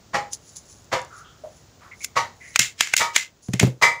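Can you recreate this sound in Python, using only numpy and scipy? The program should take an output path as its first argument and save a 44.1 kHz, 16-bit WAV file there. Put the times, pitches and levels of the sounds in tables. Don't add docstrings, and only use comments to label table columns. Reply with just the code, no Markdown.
import sys
import numpy as np
from scipy import signal
from scipy.fft import rfft, irfft
from scipy.io import wavfile
from scipy.ndimage import uniform_filter1d, map_coordinates

SR = 44100
rng = np.random.default_rng(int(sys.argv[2]) if len(sys.argv) > 2 else 0)


def wav_out(sig):
    wavfile.write(sys.argv[1], SR, np.round(np.clip(np.atleast_2d(sig).T, -1, 1) * 32767).astype(np.int16))


N = 176400
T = np.arange(int(.6 * SR)) / SR

# start in seconds, level in dB, crunch time in seconds,
# tilt in dB per octave, tail level in dB, scrape level in dB.
SNAPS = [(2.0439, -12.5, 0.0017, 7, -50.5, -35.5), (2.5587, -2, 0.00099, 0, -40, -33.5),
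         (2.591, 1, 0.0035, 2.5, -15.5, -46.5), (2.807, 0, 0.0018, 1, -23.5, -23.5),
         (2.872, -20.5, 0.00072, 0.5, -35.5, -42), (2.9371, -2.5, 0.0009, -1.5, -45, -29.5),
         (2.965, -4.5, 0.0017, 4, -18, -35.5), (3.1611, 0.5, 0.0024, 1, -22.5, -20),
         (3.534, -14.5, 0.0035, 1, -40, -49), (3.595, -4, 0.0043, 0.5, -24.5, -54.5)]
# pitch in Hz, level in dB.
SHELL_MODES = [(1560, -8.5), (2080, -2), (2650, -5), (6500, -7), (7150, -6.5)]
SPRING_MODES = [(2050, -8), (2114, -6.5), (2181, -11), (2676, -9), (7060, -11)]
# frequency in Hz, gain in dB.
CRACK_EQ = [(100, -16.5), (900, -5), (2200, 8), (4600, -2), (6600, 2.5), (8500, -6), (13000, -18.5),
            (15300, -19)]
RATTLE_EQ = [(600, -24), (1300, -9), (2100, 3), (4600, -5), (7200, -3), (8300, -14.5), (13300, -30),
             (15300, -22)]
# start in seconds, level in dB, slap offset in dB.
THUMPS = [(2.593, -30.5, -4), (3.488, -23.5, -11.5), (3.539, -20, -5.5), (3.614, -31, 10),
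          (3.6319, -8.5, -2), (3.671, -24.5, 2)]
# pitch in Hz, level in dB, t60 in seconds.
FLOOR_MODES = [(126.3, 3, 0.18), (177.5, 9.5, 0.052)]
# frequency in Hz, gain in dB.
SLAP_EQ = [(60, -13.5), (200, 5), (480, -1), (1000, -19), (12000, -37)]
# start in seconds, noise level in dB, tilt in dB per octave, main note in Hz,
# note level in dB, ring level in dB, ring centre in Hz, t60 in seconds.
CHOPS = [(0.143, -18.5, -0.7, 820, -12.5, -20, 624, 0.26),
         (0.926, -17.5, -0.3, 960, -14.5, -20.5, 690, 0.24), (2.166, -17, 0.5, 932, -7, -14, 1300, 0.18),
         (3.005, -17, 1.9, 938, -9, -13.5, 1380, 0.27), (3.824, -11.5, 1.45, 941, -12, -9, 1500, 0.31)]
# pitch in Hz, level in dB.
WOOD_MODES = [(522, 0), (678, -10), (1132, -4), (1249, -4.5), (1780, -9), (1947, -4), (2055, -9),
              (2281, -4), (2324, -5), (4220, 5)]
# frequency in Hz, gain in dB.
CHOP_EQ = [(60, -12.5), (120, -3), (270, -15), (550, -0.5), (1250, 2.5), (1600, -3), (1950, 4), (2600, -8),
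           (7200, -13), (8300, -23), (13000, -36)]
# peak time, rise and fall time constants, all in seconds, then level in dB.
RUSTLES = [(.334, 0.0074, 0.012, -27.5), (.49, 0.049, 0.063, -48.5), (0.563, 0.0046, 0.02, -36),
           (.71, 0.043, 0.066, -48), (1.19, 0.047, 0.022, -48), (1.58, 0.11, 0.048, -57.5),
           (2.045, 0.025, 0.012, -36), (2.48, 0.052, 0.11, -48.5), (3.43, 0.0045, 0.12, -48.5)]
# start in seconds, level in dB.
CREASES = [(0.332, -21), (0.345, -26.5), (.8442, -45.5), (1.017, -36), (1.049, -42)]
# frequency in Hz, gain in dB.
LEAF_EQ = [(1800, -25), (3500, 0), (7000, 19), (8300, -1.5), (10500, 10), (13000, -46), (15300, -4)]
# start and fall time in seconds, centre in Hz, half-width in octaves, level in dB.
SCUFFS = [(1.099, 0.095, 1335, 0.18, -37), (1.24, 0.047, 3210, 0.12, -46.5), (1.434, 0.027, 616, 0.2, -28),
          (1.805, 0.059, 1210, 0.42, -40.5), (1.913, 0.013, 2090, 0.087, -29.5),
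          (2.004, 0.026, 2210, 0.089, -33), (2.401, 0.076, 2050, 0.12, -35)]
# frequency in Hz, t60 in seconds.
ROOM_DECAY = [(200, 0.36), (2200, 0.25)]
# frequency in Hz, gain in dB.
ROOM_TONE_EQ = [(50, 5), (105, 5.5), (200, -2.5), (700, -8.5), (2500, -18.5), (7000, -14.5), (8300, -27),
                (13000, -41), (15500, -20.5)]
# time in seconds, level in dB.
ROOM_TONE_FADER = [(2.2, -51.5), (3.301, -57)]


def stapler():
    out = np.zeros(N)
    for start, db, crunch_s, tilt, tail_db, scrape_db in SNAPS:
        scrape = grainy(noise(RATTLE_EQ, tilt, ripple_db=2.5), depth=.3) * np.exp(-T / 0.0084)
        add(out, start - len(T) / SR, amp(scrape_db) * scrape[::-1])
        build = amp(-13 * np.maximum(1 - T / crunch_s, 0))
        add(out, start, amp(db - 4.5) * noise(CRACK_EQ, tilt) * build * fade(0.018, T - crunch_s))
        shell_modes = [(hz, level + tilt * np.log2(hz / 3500), 0.021) for hz, level in SHELL_MODES]
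        shell = ring(shell_modes, scatter_db=2) * attack(crunch_s / 2)
        add(out, start + crunch_s / 2, amp(db - 6) * shell)
        spring_modes = [(hz, level + tilt * np.log2(hz / 7000), .25) for hz, level in SPRING_MODES]
        spring = ring(spring_modes, scatter_db=2.5, waver=.5)
        rattle = grainy(room_decay(noise(RATTLE_EQ, tilt, ripple_db=1)), depth=.3)
        gate = attack(0.0011) * np.exp(-(T / .13) ** 4)
        add(out, start + 0.011, amp(tail_db) * (rattle + spring) * gate)
    return out


def low_thumps():
    out, rise_s = np.zeros(N), .002
    boom = sum(amp(db) * fade(t60) * np.sin(2 * np.pi * hz * T) for hz, db, t60 in FLOOR_MODES)
    slap_and_rumble = fade(0.063) + amp(-14.5) * fade(0.27)
    for start, db, slap_db in THUMPS:
        add(out, start, amp(db) * boom * attack(rise_s))
        add(out, start - rise_s, amp(db + slap_db) * noise(SLAP_EQ) * slap_and_rumble)
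    return out


def distant_chops():
    out, ring_octaves = np.zeros(N), 0.62
    for start, db, tilt, note_hz, note_db, ring_db, centre_hz, t60 in CHOPS:
        modes = [(hz, level + ring_db - 6 * (np.log2(hz / centre_hz) / ring_octaves) ** 2, t60)
                 for hz, level in WOOD_MODES]
        note = ring([(note_hz, note_db, t60)], scatter_db=1, waver=0.53) * attack(0.033)
        wash = amp(db) * room_decay(noise(CHOP_EQ, tilt, ripple_db=3))
        wood = ring(modes, scatter_db=4, waver=1)
        add(out, start, note + (wash + wood) * attack(0.0037))
        touch = noise(CHOP_EQ, tilt - 1) * np.minimum(T / 0.008, 1) * fade(0.17)
        add(out, start - .011, amp(db - 8) * touch)
        for delay_s, bite_db in (0, -2.5), (0.0105, -3):
            add(out, start + delay_s, amp(db + bite_db) * noise(CHOP_EQ, tilt - 1) * fade(0.04))
    return out


def leaf():
    out, t = np.zeros(N), np.arange(N) / SR
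    for peak, rise, fall, db in RUSTLES:
        swell = np.exp(-np.maximum((peak - t) / rise, (t - peak) / fall))
        out += amp(db) * swell * noise(LEAF_EQ, ripple_db=1.5, size=N)
    out = grainy(out, depth=0.4)
    for start, db in CREASES:
        add(out, start, amp(db) * noise(LEAF_EQ, tilt=3.6) * fade(.01))
    return out


def scuffs():
    out, hz = np.zeros(N), np.fft.rfftfreq(len(T), 1 / SR)
    for start, fall_s, centre_hz, octaves, db in SCUFFS:
        band = 1 / (1 + (np.log2((hz + 1) / centre_hz) / octaves) ** 2)
        rub = unit(irfft(rfft(rng.standard_normal(len(T))) * band, len(T)))
        add(out, start, amp(db) * rub * attack(fall_s / 2) * np.exp(-T / fall_s))
    return out


def room_tone():
    level_db = np.interp(np.arange(N) / SR, *np.transpose(ROOM_TONE_FADER))
    return amp(level_db) * noise(ROOM_TONE_EQ, size=N)


def room_decay(x):
    hz, t, spectrum = signal.stft(x, SR, nperseg=256)
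    t60 = curve_at(ROOM_DECAY, hz)[:, None]
    return signal.istft(spectrum * fade(t60, t), SR, nperseg=256)[1][:len(x)]


def ring(modes, scatter_db, waver=0):
    def drift():
        return waver * map_coordinates(rng.standard_normal(128), [T * 52])

    out = np.zeros(len(T))
    for hz, db, t60 in modes:
        gain = amp(db + scatter_db * rng.normal() + 2.5 * drift())
        out += gain * fade(t60) * np.sin(2 * np.pi * (hz * T + rng.random()) + drift())
    return out


def noise(eq, tilt=0, ripple_db=0, size=len(T)):
    hz = np.fft.rfftfreq(size, 1 / SR)
    ripple = map_coordinates(rng.standard_normal(1024), [hz / 128.3])
    gain = amp(curve_at(eq, hz) + tilt * np.log2(hz + 20) + ripple_db * ripple * np.minimum(hz / 2000, 1))
    return unit(irfft(rfft(rng.standard_normal(size)) * gain, size))


def grainy(x, depth):
    flutter = unit(uniform_filter1d(rng.standard_normal(len(x)), size=50))
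    return x * unit(np.exp(depth * flutter))


def attack(rise_s):
    return 1 - np.exp(-T / rise_s)


def fade(t60, t=T):
    return np.exp(-np.log(1000) * np.maximum(t, 0) / t60)


def curve_at(points, hz):
    point_hz, values = np.transpose(points)
    return np.interp(np.log(hz + 1), np.log(point_hz + 1), values)


def amp(db):
    return 10 ** (np.asarray(db) / 20)


def unit(x):
    return x / np.sqrt(np.mean(x ** 2) + 1e-20)


def add(track, start, x):
    i = round(start * SR)
    track[i:i + len(x)] += x[:N - i]


def scene():
    return (room_tone() + distant_chops() + stapler() + low_thumps() + leaf() + scuffs())[None]


def record(dry):
    low_cut_hz, ceiling, top_hz = 62, 0.79, 15600
    thin = signal.sosfilt(signal.butter(2, low_cut_hz, "high", fs=SR, output="sos"), dry)
    rounded = thin / (1 + np.abs(thin / ceiling) ** 6) ** (1 / 6)
    passband = np.fft.rfftfreq(2 * N, 1 / SR) < top_hz
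    return irfft(rfft(rounded, 2 * N) * passband)[:, :N]


dry = scene()
out = record(dry)
wav_out(out)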